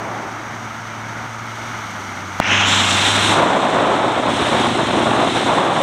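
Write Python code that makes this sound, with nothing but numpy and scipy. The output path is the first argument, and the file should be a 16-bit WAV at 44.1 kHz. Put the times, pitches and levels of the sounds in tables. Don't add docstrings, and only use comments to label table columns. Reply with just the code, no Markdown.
import sys
import numpy as np
from scipy import signal
from scipy.fft import rfft, irfft
from scipy.io import wavfile

SR = 44100
rng = np.random.default_rng(int(sys.argv[2]) if len(sys.argv) > 2 else 0)


def pcm_store(signal):
    levels = np.round(np.clip(np.atleast_2d(signal), -1, 1) * 32767)
    wavfile.write(sys.argv[1], SR, levels.astype(np.int16).T)


N = 256662
T = np.arange(N) / SR

# time in seconds, strength in dB.
HISS_FLOW = [(2.41, -26), (2.47, -21), (2.53, -17), (2.7, -18), (3.3, -19), (3.46, -29), (4.24, -30.5),
             (4.37, -25), (4.65, -25), (4.78, -27.5), (5.22, -27.5), (5.36, -25), (5.72, -30),
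             (5.82, -26.5)]
# pitch in Hz, relative level in dB.
BODY_COLOUR = [(25, -29), (70, -10), (130, -3.5), (260, 0.5), (450, -8), (600, -2.5), (820, 2), (1400, 1),
               (2300, -4), (3400, -9), (4100, -11.5), (4700, -20.5), (8000, -10.5), (16000, -35)]
SIZZLE_COLOUR = [(2500, -29.5), (4700, 3.5), (5600, 7.5), (6600, 3.5), (8500, -7), (10000, -7),
                 (13000, -16), (16000, -30)]
AIR_COLOUR = [(6000, -25), (9500, -6), (12000, -3), (15000, -16)]
# base pitch in Hz, climb in Hz, climb time in seconds,
# jump at the surge in Hz, sag in Hz per dB of weaker flow, width in Hz.
BODY_RESONANCE = (2614, 706, 0.23, 397, 7, 755)
SIZZLE_RESONANCE = (5740, 2460, 0.43, 610, 33, 1060)
# time in seconds, level in dB.
BLOW_LEVEL = [(2.3, -46), (3.27, -24), (3.32, -15.5), (3.41, -12.5), (3.5, -15.5), (3.93, -14.5),
              (4.04, -17), (4.6, -17), (5.15, -16), (5.82, -15.5)]
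RUMBLE_LEVEL = [(0, -46), (.2, -37), (.35, -48), (.65, -40.5), (.85, -66), (2.3, -44), (3.35, -29),
                (3.65, -43), (4.3, -25), (4.75, -21.5), (5.0, -24.5), (5.3, -24), (5.6, -31), (5.82, -48)]
# frequency in Hz, relative level in dB.
BUFFET_COLOUR = [(25, -59), (80, -21), (150, -5), (250, -2.5), (350, -0.5), (470, -3), (570, 1), (700, 2),
                 (1050, -0.5), (1400, -7.5), (2000, -14.5), (3000, -26), (5000, -55), (12000, -63)]
RUMBLE_COLOUR = [(10, -26), (28, -32), (50, -8), (85, 4.5), (160, 1.5), (240, 14), (400, 8.5), (900, -70)]
# centre in seconds, depth in dB, length in seconds.
LULLS = [(3.449, -6, .012), (3.706, -5.5, 0.016), (4.216, -1, 0.013), (4.353, -7, 0.026), (4.506, -7, .016),
         (4.723, -5, 0.04), (4.773, -15, .01), (4.868, -14, 0.017), (4.92, -20, 0.0088), (5.05, -14, .009),
         (5.327, -12, 0.045), (5.398, -11, 0.012), (5.45, -20, .017), (5.751, -4.5, 0.043)]
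# start in seconds, strength in dB, polarity, ring in Hz,
# seconds to die by 60 dB.
KNOCK_PULSES = [(2.40052, 10, -1, 900, .0036), (2.40235, 0, 1, 240, .005)]
# time in seconds, firing rate in Hz, hum level in dB.
ENGINE_RUN = [(0, 112.8, -39), (.6, 110.7, -38.5), (.95, 111.5, -35.5), (1.7, 114.8, -35.5),
              (1.98, 101.8, -37.5), (2.3, 95.1, -36), (2.42, 97, -37), (2.53, 99, -26), (2.9, 97.3, -27.5),
              (3.3, 103.7, -25.5), (3.5, 107.8, -40), (4.55, 118.7, -32), (5.15, 116.8, -32),
              (5.82, 112, -37)]
# multiple of the firing rate, relative level in dB.
EXHAUST_ORDERS = [(1, -1.5), (2, -7.5), (3, -16), (4, -27)]
# time in seconds, level in dB.
RASP_LEVEL = [(0, -34), (1.3, -33.5), (1.8, -31), (2.7, -32.5), (3.3, -31), (3.6, -32.5), (5.82, -40)]
# centre in Hz, width in Hz, relative gain in dB.
RASP_MODES = [(939, 174, 0), (1316, 317, 2.5), (2123, 300, -3)]
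# frequency in Hz, relative level in dB.
CHURN_COLOUR = [(25, -18), (60, -9), (130, -0.5), (170, -3), (260, -0.5), (460, -9), (700, -0.5),
                (1000, -2), (1500, -3), (2000, -6.5), (2550, -16), (4000, -52)]
FIZZ_COLOUR = [(1800, -16), (2900, 4), (3600, 1), (4200, -2.5), (5150, -5), (5900, 3), (6600, -0.5),
               (7500, -13.5), (8200, -7.5), (9900, -21), (11100, -15.5), (12300, -21.5), (13700, -20),
               (16000, -30)]

HISS_START_S, HISS_ATTACK_S, SURGE_S = 2.402, 0.015, 2.655


def hiss(trim_db=3, full_flow_db=-15, air_growth=1.67):
    flow_db, = in_time(HISS_FLOW)
    excess_db = flow_db - full_flow_db
    surge = opening(SURGE_S, attack_s=0.0075)
    overshoot_db = 0.5 * surge * (1 - opening(SURGE_S, attack_s=0.027))
    level_db = trim_db + flow_db + 0.5 * drift(21) + overshoot_db
    bright_db = -16.5 * (1 - surge) - 9 * surge + 0.23 * excess_db
    body = climbing(turbulence(BODY_COLOUR, lumpy_db=0.8, rate=71), BODY_RESONANCE, surge, excess_db)
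    sizzle = turbulence(SIZZLE_COLOUR, lumpy_db=1.0, rate=52)
    sizzle = from_db(bright_db) * climbing(sizzle, SIZZLE_RESONANCE, surge, excess_db)
    air_db = -11 + air_growth * (level_db + bright_db)
    air = from_db(air_db) * turbulence(AIR_COLOUR, lumpy_db=2.5, rate=50)
    return opening(HISS_START_S, HISS_ATTACK_S) * (from_db(level_db) * (body + sizzle) + air)


def climbing(noise, resonance, surge, excess_db, block=128):
    base_hz, climb_hz, climb_s, jump_hz, sag_hz_per_db, width_hz = resonance
    hz = base_hz + climb_hz * opening(HISS_START_S, climb_s) + jump_hz * surge + sag_hz_per_db * excess_db
    radius = np.exp(-np.pi * width_hz / SR)
    out, state = np.zeros(N), np.zeros(2)
    for i in range(0, N, block):
        angle = 2 * np.pi * hz[i] / SR
        feedback = [1, -2 * radius * np.cos(angle), radius * radius]
        out[i:i + block], state = signal.lfilter([sum(feedback)], feedback, noise[i:i + block], zi=state)
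    return rms_one(out)


def wind(eddies_per_s=75, flutter_db=2.0, ceiling_db=5.5, headroom=2.75):
    blow_db, = in_time(BLOW_LEVEL)
    rumble_db, = in_time(RUMBLE_LEVEL)
    puff = from_db(-29 - 140 * since(0.23))
    gust = puff + from_db(blow_db + lulls(rumble_db))
    eddy_db = np.minimum(flutter_db * drift(eddies_per_s), ceiling_db)
    buffet = coloured(rng.standard_normal(N) * from_db(eddy_db), BUFFET_COLOUR)
    buffet = rms_one(np.tanh(buffet / headroom))
    rumble = turbulence(RUMBLE_COLOUR, lumpy_db=2.0, rate=36)
    return gust * buffet + from_db(rumble_db) * rumble


def lulls(rumble_db, breaks_per_s=10, deepest_db=-10):
    gaps_s = rng.uniform(.5, 1.5, 200) / breaks_per_s
    short_breaks = sum(bell(s, length_s=.009) for s in np.cumsum(gaps_s) if s < T[-1])
    hardness = from_db(0.76 * (rumble_db - rumble_db.max()))
    main_db = sum(depth_db * bell(s, length_s) for s, depth_db, length_s in LULLS)
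    return deepest_db * hardness * short_breaks + main_db


def knock(phase_rad=0.7, soften_hz=5500):
    out = np.zeros(N)
    for start_s, db, polarity, hz, t60 in KNOCK_PULSES:
        age = since(start_s)
        envelope = (T > start_s) * from_db(db - 60 * np.minimum(age / t60, 10))
        out += np.sign(polarity) * envelope * np.cos(2 * np.pi * hz * age - phase_rad)
    return signal.sosfilt(signal.butter(2, soften_hz, fs=SR, output="sos"), out)


def engine_hum(phase, hum_db):
    out = 0
    for order, db in EXHAUST_ORDERS:
        waver_db = (1.0 if order == 1 else 1.5) * drift(41)
        out += from_db(db + waver_db) * np.sin(order * phase + rng.uniform(0, 2 * np.pi))
    return from_db(hum_db) * np.sqrt(2) * out


def exhaust_rasp(phase, throb=0.23):
    rasp_db, = in_time(RASP_LEVEL)
    puffs = rng.standard_normal(N) * (1 + throb * np.sin(phase))
    out = 0
    for hz, width, db in RASP_MODES:
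        band = signal.butter(2, [hz - width / 2, hz + width / 2], "band", fs=SR, output="sos")
        out += from_db(db) * signal.sosfilt(band, puffs)
    return from_db(rasp_db) * rms_one(out)


def wash(wake_s=1.45, drop_db=7.5, fade_db_per_s=5.5):
    churn = from_db(-32.4) * turbulence(CHURN_COLOUR, lumpy_db=1.5, rate=6.3)
    fizz_db = -41.5 + 2.8 * opening(wake_s, attack_s=.1)
    fizz = from_db(fizz_db) * turbulence(FIZZ_COLOUR, lumpy_db=0.7, rate=37)
    sunk_db = drop_db * opening(HISS_START_S, HISS_ATTACK_S) + fade_db_per_s * since(HISS_START_S)
    return from_db(-sunk_db) * (churn + fizz)


def turbulence(colour, lumpy_db, rate):
    return coloured(rng.standard_normal(N) * from_db(lumpy_db * drift(rate)), colour)


def coloured(x, colour):
    hz = np.maximum(np.arange(N // 2 + 1) * SR / N, 1)
    points_hz, db = np.transpose(colour)
    gain = from_db(np.interp(np.log(hz), np.log(points_hz), db))
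    return rms_one(irfft(rfft(x) * gain, N))


def drift(rate):
    hz = np.arange(N // 2 + 1) * SR / N
    return rms_one(irfft(rfft(rng.standard_normal(N)) / (1 + (hz / rate) ** 2), N))


def in_time(rows):
    times, *columns = np.transpose(rows)
    return [np.interp(T, times, column) for column in columns]


def since(start_s):
    return np.maximum(T - start_s, 0)


def opening(start_s, attack_s):
    return 1 - np.exp(-since(start_s) / attack_s)


def bell(centre_s, length_s):
    return 2 ** -np.minimum((2 * (T - centre_s) / length_s) ** 2, 20)


def from_db(db):
    return 10 ** (np.asarray(db) / 20)


def rms_one(x):
    return x / np.sqrt(np.mean(x ** 2) + 1e-20)


def scene():
    firing_hz, hum_db = in_time(ENGINE_RUN)
    phase = 2 * np.pi * np.cumsum(firing_hz * (1 + 0.004 * drift(11.4))) / SR
    watercraft = engine_hum(phase, hum_db) + exhaust_rasp(phase)
    return (watercraft + wash() + hiss() + wind() + knock())[None]


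def record(dry, cutoff_hz=15700):
    clipped = np.clip(dry, -1, 1)
    return signal.sosfilt(signal.ellip(10, .1, 80, cutoff_hz, fs=SR, output="sos"), clipped)


dry = scene()
out = record(dry)
pcm_store(out)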